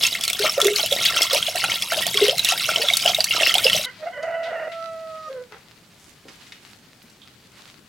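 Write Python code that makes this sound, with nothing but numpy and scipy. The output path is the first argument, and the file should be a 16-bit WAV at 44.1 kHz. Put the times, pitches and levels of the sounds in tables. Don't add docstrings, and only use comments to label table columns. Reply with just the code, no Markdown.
import sys
import numpy as np
from scipy import signal
from scipy.fft import rfft, irfft, next_fast_len
from scipy.io import wavfile

SR = 44100
rng = np.random.default_rng(int(sys.argv[2]) if len(sys.argv) > 2 else 0)


def unload_wav(signal):
    wavfile.write(
        sys.argv[1],
        SR,
        np.round(np.clip(np.atleast_2d(signal).T, -1, 1) * 32767).astype(np.int16),
    )


N = 347508
TIME = np.arange(N) / SR
POUR_END_S = 3.861
SYLLABLE_RISE_S, SYLLABLE_FALL_S = 0.09, 0.15

# [t/s, ring f/Hz, ring level/dB, spray level/dB]
SPLAT_HITS = [(.036, 3300, -9.5, -15), (0.066, 6340, -11.5, -14), (.1505, 2020, -12, -34),
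              (.2094, 3270, -19.5, -21), (.2365, 3420, -17, -13), (.2504, 4400, -19, -19.5),
              (.2782, 4160, -12.5, -14), (.2995, 2290, -12.5, -13), (.3306, 3370, -14.5, -14.5),
              (.392, 4250, -20, -15), (.4663, 3160, -16, -35), (.4945, 5280, -11.5, -23),
              (.6013, 1260, -15.5, -15.5), (.6148, 3450, -7.5, -12.5), (.6445, 6600, -14, -15),
              (.6678, 3490, -11, -10.5), (.7599, 4200, -9, -14), (.796, 3150, -12.5, -35),
              (.8293, 3900, -12.5, -26), (.86, 2920, -17, -14.5), (.9248, 3340, -7, -15.5),
              (1.053, 3120, -11, -19), (1.164, 1350, -18, -20), (1.2182, 5300, -10, -11),
              (1.2289, 3280, -17, -11), (1.3306, 2820, -22, -10.5), (1.346, 2800, -14, -12),
              (1.3594, 3120, -16, -24), (1.4262, 3150, -9.5, -35), (1.5569, 2700, -20.5, -19),
              (1.6391, 1416, -11.5, -21), (1.718, 3100, -9.5, -41), (1.8217, 3250, -14, -18),
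              (1.9193, 1460, -14, -22), (2.0661, 3430, -15, -12.5), (2.142, 2010, -14.5, -19.5),
              (2.172, 3180, -7.5, -16.5), (2.281, 2960, -11, -16.5), (2.2941, 3080, -6, -26.5),
              (2.381, 4060, -13, -15), (2.3926, 3800, -7, -14.5), (2.4464, 3800, -16, -8),
              (2.4877, 2690, -10, -13), (2.5205, 1860, -16, -18.5), (2.6902, 1400, -11, -30),
              (2.7592, 2970, -6, -40), (2.885, 3460, -4.5, -23), (2.9004, 2160, -7, -31),
              (2.935, 3620, -5.5, -15.5), (2.9693, 4270, -14, -7.5), (3.023, 4700, -17.5, -23),
              (3.0595, 2850, -6, -13), (3.0761, 3070, -5, -29.5), (3.1462, 3650, -8.5, -18),
              (3.2044, 4590, -5.5, -20), (3.2418, 4350, -10.5, -9), (3.4087, 1970, -14.5, -22),
              (3.4322, 2660, -6.5, -30), (3.47, 2730, -7, -26), (3.4934, 3160, -8, -29.5),
              (3.5404, 2930, -8.5, -11), (3.5517, 3280, -7, -36), (3.5813, 3490, -7.5, -16),
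              (3.643, 4880, -8.5, -18), (3.6657, 2800, -3.5, -24), (3.6973, 3180, -8.5, -18.5),
              (3.7303, 2950, -5.5, -17.5), (3.7633, 5670, -14.5, -21)]
# [f/Hz, level/dB per Hz]
SPLASH_SPECTRUM = [(750, -20), (1100, -9.5), (1350, -9), (1700, -7.5), (2300, -0.5), (3100, 3.5),
                   (4500, -1), (7000, -10), (10000, -11.5), (16000, -16.5)]


def from_db(db):
    return 10 ** (np.asarray(db) / 20)


def rms_one(x):
    return x / np.sqrt(np.mean(x ** 2) + 1e-20)


def in_time(rows):
    s, *columns = np.transpose(rows)
    return [np.interp(TIME, s, c) for c in columns]


def at_hz(points, hz):
    f, db = np.transpose(points)
    return from_db(np.interp(np.log(hz + 1), np.log(f), db))


def colour(x, points):
    size = next_fast_len(len(x))
    gain = at_hz(points, np.fft.rfftfreq(size, 1 / SR))
    return irfft(rfft(x, size) * gain, size)[:len(x)]


def band(x, low_hz, high_hz, order=2):
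    edges_hz = [min(low_hz, .4 * SR), min(high_hz, .45 * SR)]
    sos = signal.butter(order, edges_hz, "band", fs=SR, output="sos")
    return signal.sosfilt(sos, x + 1e-18)


def noise(size=N):
    return rng.standard_normal(size)


def drift(rate_hz):
    return rms_one(np.interp(TIME * rate_hz, np.arange(N // 10), noise(size=N // 10)))


def resonance(x, hz, width_hz):
    r = np.exp(-np.pi * width_hz / SR)
    zeros = np.array([1, 0, -1]) * (1 - r * r) / 2
    poles = [1, -2 * r * np.cos(2 * np.pi * hz / SR), r * r]
    return signal.lfilter(zeros, poles, x + 1e-18)


def dying(t, t60):
    return np.exp(-np.log(1000) * t / t60)


def envelope(s, length, rise, fall):
    away = np.maximum((s - TIME) / rise, (TIME - s - length) / fall)
    return dying(np.clip(away, 0, 2), 1)


def swells(rows, steady_dbs, rise, fall):
    power = from_db(steady_dbs)[:, None] ** 2
    for s, length, *dbs in rows:
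        power = power + (from_db(dbs)[:, None] * envelope(s, length, rise, fall)) ** 2
    return np.sqrt(power)


def add(out, s, sound):
    at = max(round(s * SR), 0)
    out[at:at + len(sound)] += sound[:N - at]


def tail(t60):
    t = TIME[:int(t60 * SR) + 2]
    echoes = noise(size=len(t)) * dying(t, t60)
    return echoes / np.linalg.norm(echoes)


def echo(x, response):
    return signal.fftconvolve(x, response)[:N]


def grains(per_s, spread_db):
    sizes = from_db(spread_db * np.minimum(rng.exponential(1, N), 4))
    return sizes * rng.choice([-1, 1], N) * (rng.random(N) < per_s / SR)


def bubble(t, hz, swell, t60, rise):
    pitch_hz = hz * (1 + rise * np.minimum(t / t60, 1))
    onset = np.sin(np.pi / 2 * np.minimum(t / swell, 1)) ** 2
    decay = dying(np.maximum(t - swell, 0), t60)
    return onset * decay * np.sin(2 * np.pi * np.cumsum(pitch_hz, axis=-1) / SR)


def droplets(level, low_hz, high_hz, cycles, spread_db, count, size):
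    when, pitch, strength, life, glide = rng.random((count, 5)).T[:, :, None]
    born = (when * POUR_END_S * SR).astype(int)
    hz = low_hz * (high_hz / low_hz) ** pitch
    t60 = cycles / hz * 2 ** (2 * life - 1)
    gain = at_hz(SPLASH_SPECTRUM, hz) * hz * from_db(-spread_db * np.log(strength + .03))
    rings = gain * bubble(TIME[:size], hz, swell=2 / hz, t60=t60, rise=0.63 * (glide - .2))
    rings *= level[born] / np.sqrt(np.sum(rings ** 2) / (POUR_END_S * SR))
    return np.bincount((born + np.arange(size)).ravel(), rings.ravel(), N)[:N]


def flames():
    # [t/s, length/s, level/dB]
    flares = [(3.73, .06, -41)]
    # [f/Hz, level/dB per Hz]
    flame_spectrum = [(25, -9.5), (70, -4), (110, 4.5), (200, 4), (300, -10.5), (600, -21.5), (2000, -53)]
    gain, = swells(flares, [-49], rise=0.57, fall=0.16)
    return gain * from_db(2.7 * drift(22)) * rms_one(colour(noise(), flame_spectrum))


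def splats(spray_t60=0.02, ring_t60=0.015, slap_db=-14):
    out, t = np.zeros(N), TIME[:SR // 20]
    attack = np.sin(np.pi / 2 * np.minimum(t / .0016, 1))
    for s, hz, ring_db, spray_db in SPLAT_HITS:
        ring = from_db(ring_db) * bubble(t, hz, swell=.0018, t60=ring_t60, rise=.15)
        slap_noise = rms_one(band(noise(size=len(t)), 1830, 4440))
        slap = from_db(ring_db + slap_db) * slap_noise * dying(t, 0.041)
        spray_noise = rms_one(band(noise(size=len(t)), 4300, 10500, order=1))
        spray = from_db(spray_db) * spray_noise * dying(t, spray_t60)
        add(out, s, ring + (slap + spray) * attack)
    return out


def churn(re_ring_db=-26.5, t60=0.076):
    power, t = np.zeros(N), TIME[:SR // 5]
    for s, _, ring_db, _ in SPLAT_HITS:
        add(power, s, (from_db(ring_db + re_ring_db) * dying(t, t60)) ** 2)
    return np.sqrt(power)


def gulps(gurgle_db=-10, daughter_db=-12):
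    # [t/s, start f/Hz, level/dB]
    pockets = [(.396, 406, -20), (.44, 602, -14), (.574, 532, -10.5), (.62, 407, -20.5), (.648, 400, -7.5),
               (0.699, 404, -19.5), (.833, 610, -20.5), (.917, 535, -14.5), (1.161, 573, -30),
               (1.328, 522, -14.5), (1.348, 574, -18), (1.481, 643, -19.5), (1.55, 676, -19),
               (1.637, 755, -22), (1.92, 645, -17), (1.973, 604, -19.5), (2.063, 660, -22.5),
               (2.145, 403, -24), (2.213, 404, -7.5), (2.28, 515, -13.5), (2.326, 647, -20.5),
               (2.519, 713, -17.5), (2.685, 606, -21), (2.776, 628, -22), (2.789, 449, -26.5),
               (2.835, 563, -20.5), (2.907, 680, -23), (3.054, 652, -12.5), (3.093, 670, -16.5),
               (3.183, 623, -14.5), (3.406, 628, -15.5), (3.422, 598, -17), (3.551, 714, -16.5),
               (3.65, 505, -12), (3.745, 604, -17.5), (3.792, 608, -23.5)]
    # [f/Hz, t60/s]
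    pocket_t60 = [(400, 0.1273), (520, 0.06), (680, 0.044)]
    out, t = np.zeros(N), TIME[:SR // 3]
    for s, hz, db in pockets:
        swell = np.interp(hz, [400, 600], [.013, .006])
        rise = np.interp(hz, [420, 520], [.07, .2])
        t60 = np.interp(hz, *np.transpose(pocket_t60))
        gurgle_noise = rms_one(band(noise(size=len(t)), 0.8 * hz, 1.29 * hz))
        gurgle = gurgle_noise * np.minimum(t / 0.018, 1) * dying(t, 0.14)
        daughter = bubble(t, hz * rng.uniform(1.013, 1.3), swell, 0.043, rise)
        add(out, s, from_db(db) * bubble(t, hz, swell, t60, rise))
        add(out, s - .008, from_db(db + gurgle_db) * gurgle)
        add(out, s + .014, from_db(db + daughter_db) * daughter)
    return out


def pour():
    # [t/s, length/s, splash level/dB, slosh level/dB]
    surges = [(.02, .05, -23, -40), (.235, 0.064, -28.5, -44), (.445, 0.013, -21.5, -21.5),
              (.59, 0.025, -28, -27.5), (.655, 0.014, -21.5, -24.5), (.785, 0.031, -23, -30.5),
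              (.965, 0.18, -29, -35.5), (1.165, 0.066, -23.5, -28), (1.315, 0.05, -22, -27.5),
              (1.56, 0.18, -33, -34), (1.82, 0.021, -27.5, -34), (1.915, .16, -30.5, -34.5),
              (2.17, 0.12, -23.5, -35), (2.45, 0.077, -24.5, -34.5), (2.6, .035, -35, -42.5),
              (2.705, 0.18, -25, -33.5), (3.07, 0.017, -20.5, -32.5), (3.315, 0.099, -25, -32.5),
              (3.42, 0.092, -21.5, -27), (3.545, .16, -25.5, -35), (3.73, 0.057, -29, -46)]
    # [f/Hz, width/Hz, level/dB]
    pot_modes = [(669, 61, 7), (1350, 45, 7.5), (1447, 9, -16), (2070, 18, -3), (2688, 35, 3.5),
                 (3170, 31, -15.5), (3370, 31, -13), (5580, 170, -13.5)]
    stream_db, stream_slosh_db, sizzle_db = -33.5, -43, -41.5
    flow, sway = swells(surges, [stream_db, stream_slosh_db], rise=0.12, fall=0.13)
    wash = churn()
    clumps = from_db(3 * drift(45))
    stream = np.hypot(flow * clumps, wash)
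    heave = np.hypot(sway, from_db(-5.0) * wash)
    sizzle_level = from_db(sizzle_db) * clumps + from_db(-14.5) * stream

    splash = droplets(stream, 1885, 6332, cycles=50.0, spread_db=5.0, count=3200, size=1000)
    sizzle = droplets(sizzle_level, 6080, 16300, cycles=33, spread_db=5.0, count=6000, size=220)
    slosh = droplets(heave, 848, 2203, cycles=46, spread_db=6.0, count=800, size=1900)
    bloops = droplets(from_db(-15) * heave, 520, 760, cycles=35, spread_db=0.0, count=120, size=4000)
    patter = from_db(-9) * stream * rms_one(colour(grains(900, 4.9), SPLASH_SPECTRUM))
    water = splats() + splash + sizzle + slosh + patter
    thud = from_db(-12.5) * heave * rms_one(band(grains(500, 8.1), 287, 780))

    struck = water + thud
    pot = sum(from_db(db) * resonance(struck, hz, width_hz) for hz, width_hz, db in pot_modes)
    near = struck + pot
    near = near + from_db(-9) * echo(near, tail(t60=0.05)) + gulps() + bloops
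    near = near + from_db(-13.5) * echo(near, tail(t60=0.21))
    cutoff = np.clip((POUR_END_S - TIME) / 0.0033, 0, 1)
    return (near + flames()) * cutoff


def hearth():
    # [t/s, length/s, rustle level/dB, fizz level/dB]
    movements = [(3.86, 0.2, -48.5, -76), (4.6, 0.72, -55, -64), (6.02, 0.082, -63.5, -55),
                 (6.32, 0.21, -56.5, -57.5), (6.65, 0.067, -54, -55.5), (7.57, 0.13, -53, -57.5)]
    # [f/Hz, level/dB per Hz]
    rustle_spectrum = [(300, -15), (700, -4.5), (1400, 0.5), (2400, 1), (4600, 0), (8000, -20.5),
                       (12000, -23.5)]
    # [f/Hz, level/dB per Hz]
    fizz_spectrum = [(4500, 0.5), (7000, 2), (10000, -3.5), (15500, -14)]
    # [f/Hz, level/dB per Hz]
    murmur_spectrum = [(25, -17), (60, -8.5), (110, -0.5), (190, 0.5), (310, -5), (500, -10.5),
                       (800, -14.5), (2000, -22.5), (4000, -28)]
    ember_db, ember_fizz_db, murmur_db = -57, -61.5, -55.5
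    rustle_gain, fizz_gain = swells(movements, [ember_db, ember_fizz_db], rise=0.39, fall=0.37)
    rustle_source = noise() + 0.48 * rms_one(grains(200, 7.84))
    rustle = rustle_gain * from_db(1.5 * drift(45)) * rms_one(colour(rustle_source, rustle_spectrum))
    fizz_source = noise() + .5 * rms_one(grains(260, 5))
    fizz = fizz_gain * rms_one(colour(fizz_source, fizz_spectrum))
    murmur = from_db(murmur_db) * rms_one(colour(noise(), murmur_spectrum))
    return rustle + fizz + murmur


def undertone():
    # [t/s, length/s, start f/Hz, end f/Hz, level/dB]
    low_notes = [(3.859, 0.032, 500, 496, -45.5), (4.135, .53, 500, 474.5, -47)]
    # [f/Hz, level/dB]
    low_spectrum = [(500, -5), (1000, -3), (1500, 4.5), (2000, 8), (2500, -22), (3000, -1), (3500, -32)]
    out = np.zeros(N)
    for s, length, start_hz, end_hz, db in low_notes:
        pitch_hz = np.interp(TIME, [s, s + length], [start_hz, end_hz])
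        phase = 2 * np.pi * np.cumsum(pitch_hz * (1 + .028 * drift(200))) / SR
        voice = sum(at_hz(low_spectrum, k * start_hz) * np.sin(k * phase) for k in range(1, 7))
        shape = envelope(s, length, SYLLABLE_RISE_S, SYLLABLE_FALL_S)
        out += from_db(db + 2.7 * drift(70)) * voice * shape
    return out


def syrinx(pitch_hz, rough, first, second, third):
    # [f/Hz, level/dB re second harmonic]
    upper_spectrum = [(2600, -24), (3250, -36), (3900, -23), (5200, -35), (5900, -26), (6600, -38),
                      (8000, -39), (11000, -48)]
    shake = rough * (.042 * drift(600) + .032 * drift(150)) + .002 * drift(40)
    phase = 2 * np.pi * np.cumsum(pitch_hz * (1 + shake)) / SR
    voice = first * np.sin(phase) + second * np.sin(2 * phase)
    voice += third * (np.sin(3 * phase) + .35 * np.sin(4 * phase))
    for k in range(5, 14):
        upper = second * from_db(3 * drift(20)) * at_hz(upper_spectrum, k * pitch_hz)
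        voice += upper * np.sin(k * phase)
    rasp = rms_one(band(noise(), 1210, 1670, order=3)) * (1 + np.cos(phase))
    voice += from_db(-2) * third * rough * rasp
    return voice * (1 + rough * (.3 * drift(260) + .27 * drift(90)))


def syllables(second_re_third_db=-2.5):
    # [t/s, length/s, start f/Hz, end f/Hz, roughness/1, fundamental level/dB, third harmonic level/dB]
    rough_notes = [(4.039, 0.0342, 636.7, 688, 0.72, -23.5, -39), (4.173, 0.045, 560, 593, .8, -35, -49.5),
                   (4.233, 0.0802, 630, 660, 0.88, -26.5, -42.5),
                   (4.341, 0.1113, 675, 660.4, .4, -25, -41.5),
                   (4.482, 0.193, 664, 644, 1.15, -28.5, -43.5), (5.305, .11, 532.8, 493, 0.48, -32, -51),
                   (5.525, 0.025, 438.3, 445, 1.23, -47, -53)]
    level = third = pitch_sum = rough_sum = 0
    for s, length, start_hz, end_hz, roughness, db, third_db in rough_notes:
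        shape = envelope(s, length, SYLLABLE_RISE_S, SYLLABLE_FALL_S)
        gain = from_db(db) * shape
        level = level + gain
        third = third + from_db(third_db) * shape
        pitch_sum = pitch_sum + gain * np.interp(TIME, [s, s + length], [start_hz, end_hz])
        rough_sum = rough_sum + gain * roughness
    return syrinx(pitch_sum / level, rough_sum / level, level, from_db(second_re_third_db) * third, third)


def held_note(rise=0.069, fall=0.052):
    # [t/s, pitch f/Hz, fundamental RMS level/dB, second harmonic RMS level/dB, third harmonic RMS level/dB]
    note_curve = [(4.7, 674, -36.5, -48, -41.5), (4.79, 661, -34.5, -39, -62),
                  (4.832, 661, -36.5, -37, -50), (5.02, 649, -38, -48.5, -57),
                  (5.154, 637, -37.5, -38.5, -58), (5.248, 627.2, -51, -39, -55),
                  (5.285, 620.5, -39.5, -33.5, -50)]
    pitch_hz, *harmonic_dbs = in_time(note_curve)
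    start, end = note_curve[0][0], note_curve[-1][0]
    peaks = np.sqrt(2) * from_db(harmonic_dbs)
    return syrinx(pitch_hz, .1, *peaks) * envelope(start, end - start, rise, fall)


def rooster():
    crow = syllables() + held_note() + undertone()
    return crow + from_db(-14) * echo(crow, tail(t60=.25))


def knocks():
    # [t/s, level/dB, centre f/Hz, half-width/octave, t60/s]
    impacts = [(4.228, -36.5, 3780, 0.72, 0.042), (4.432, -38, 2820, 0.54, 0.3),
               (4.718, -38, 2370, 0.56, 0.18), (5.521, -46, 1180, 1.13, 0.36),
               (6.254, -43, 300, 0.72, 0.12), (6.283, -39.5, 1200, 1.77, 0.1),
               (6.465, -45.5, 2600, 0.77, 0.1), (6.521, -30, 2550, 0.67, 0.029),
               (7.025, -51, 8000, 1, 0.055), (7.039, -49, 190, 0.55, 0.12), (7.099, -47, 5500, 0.6, 0.027),
               (7.217, -45.5, 3270, 0.22, 0.098)]
    out, t = np.zeros(N), TIME[:SR // 3]
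    for s, db, hz, octaves, t60 in impacts:
        body = rms_one(band(noise(size=len(t)), hz / 2 ** octaves, hz * 2 ** octaves))
        add(out, s, from_db(db) * body * dying(t, t60) * np.minimum(t / 0.00051, 1))
    return out + from_db(-3.5) * echo(out, tail(t60=0.28))


def place(x, pan_db, width, restless, t60):
    flicker = np.sqrt(restless) * x * drift(300)
    reflections = np.sqrt(1 - restless) * echo(x, tail(t60))
    side = colour(flicker + reflections, width)
    return np.array([(x + side) * from_db(pan_db / 2), (x - side) * from_db(-pan_db / 2)])


def scene():
    # [f/Hz, side re mid level/dB]
    near_width = [(60, -28), (180, -23), (550, -23), (1650, -20), (5000, -12), (9000, -8), (16000, -8)]
    # [f/Hz, side re mid level/dB]
    room_width = [(60, -20), (180, -14), (550, -7), (1650, -6), (5000, -5), (15000, -2)]
    crow_width = [(hz, db - 9) for hz, db in room_width]
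    near = place(pour(), pan_db=-.6, width=near_width, restless=.7, t60=.08)
    crow = place(rooster(), pan_db=-2.1, width=crow_width, restless=0, t60=.2)
    room = place(hearth() + knocks(), pan_db=.6, width=room_width, restless=.5, t60=.3)
    return near + crow + room


def record(dry):
    rounded = 1.287 * np.tanh(dry / 1.276)
    low_pass = signal.ellip(10, .1, 80, 16000, fs=SR, output="sos")
    return signal.sosfilt(low_pass, rounded)


dry = scene()
out = record(dry)
unload_wav(out)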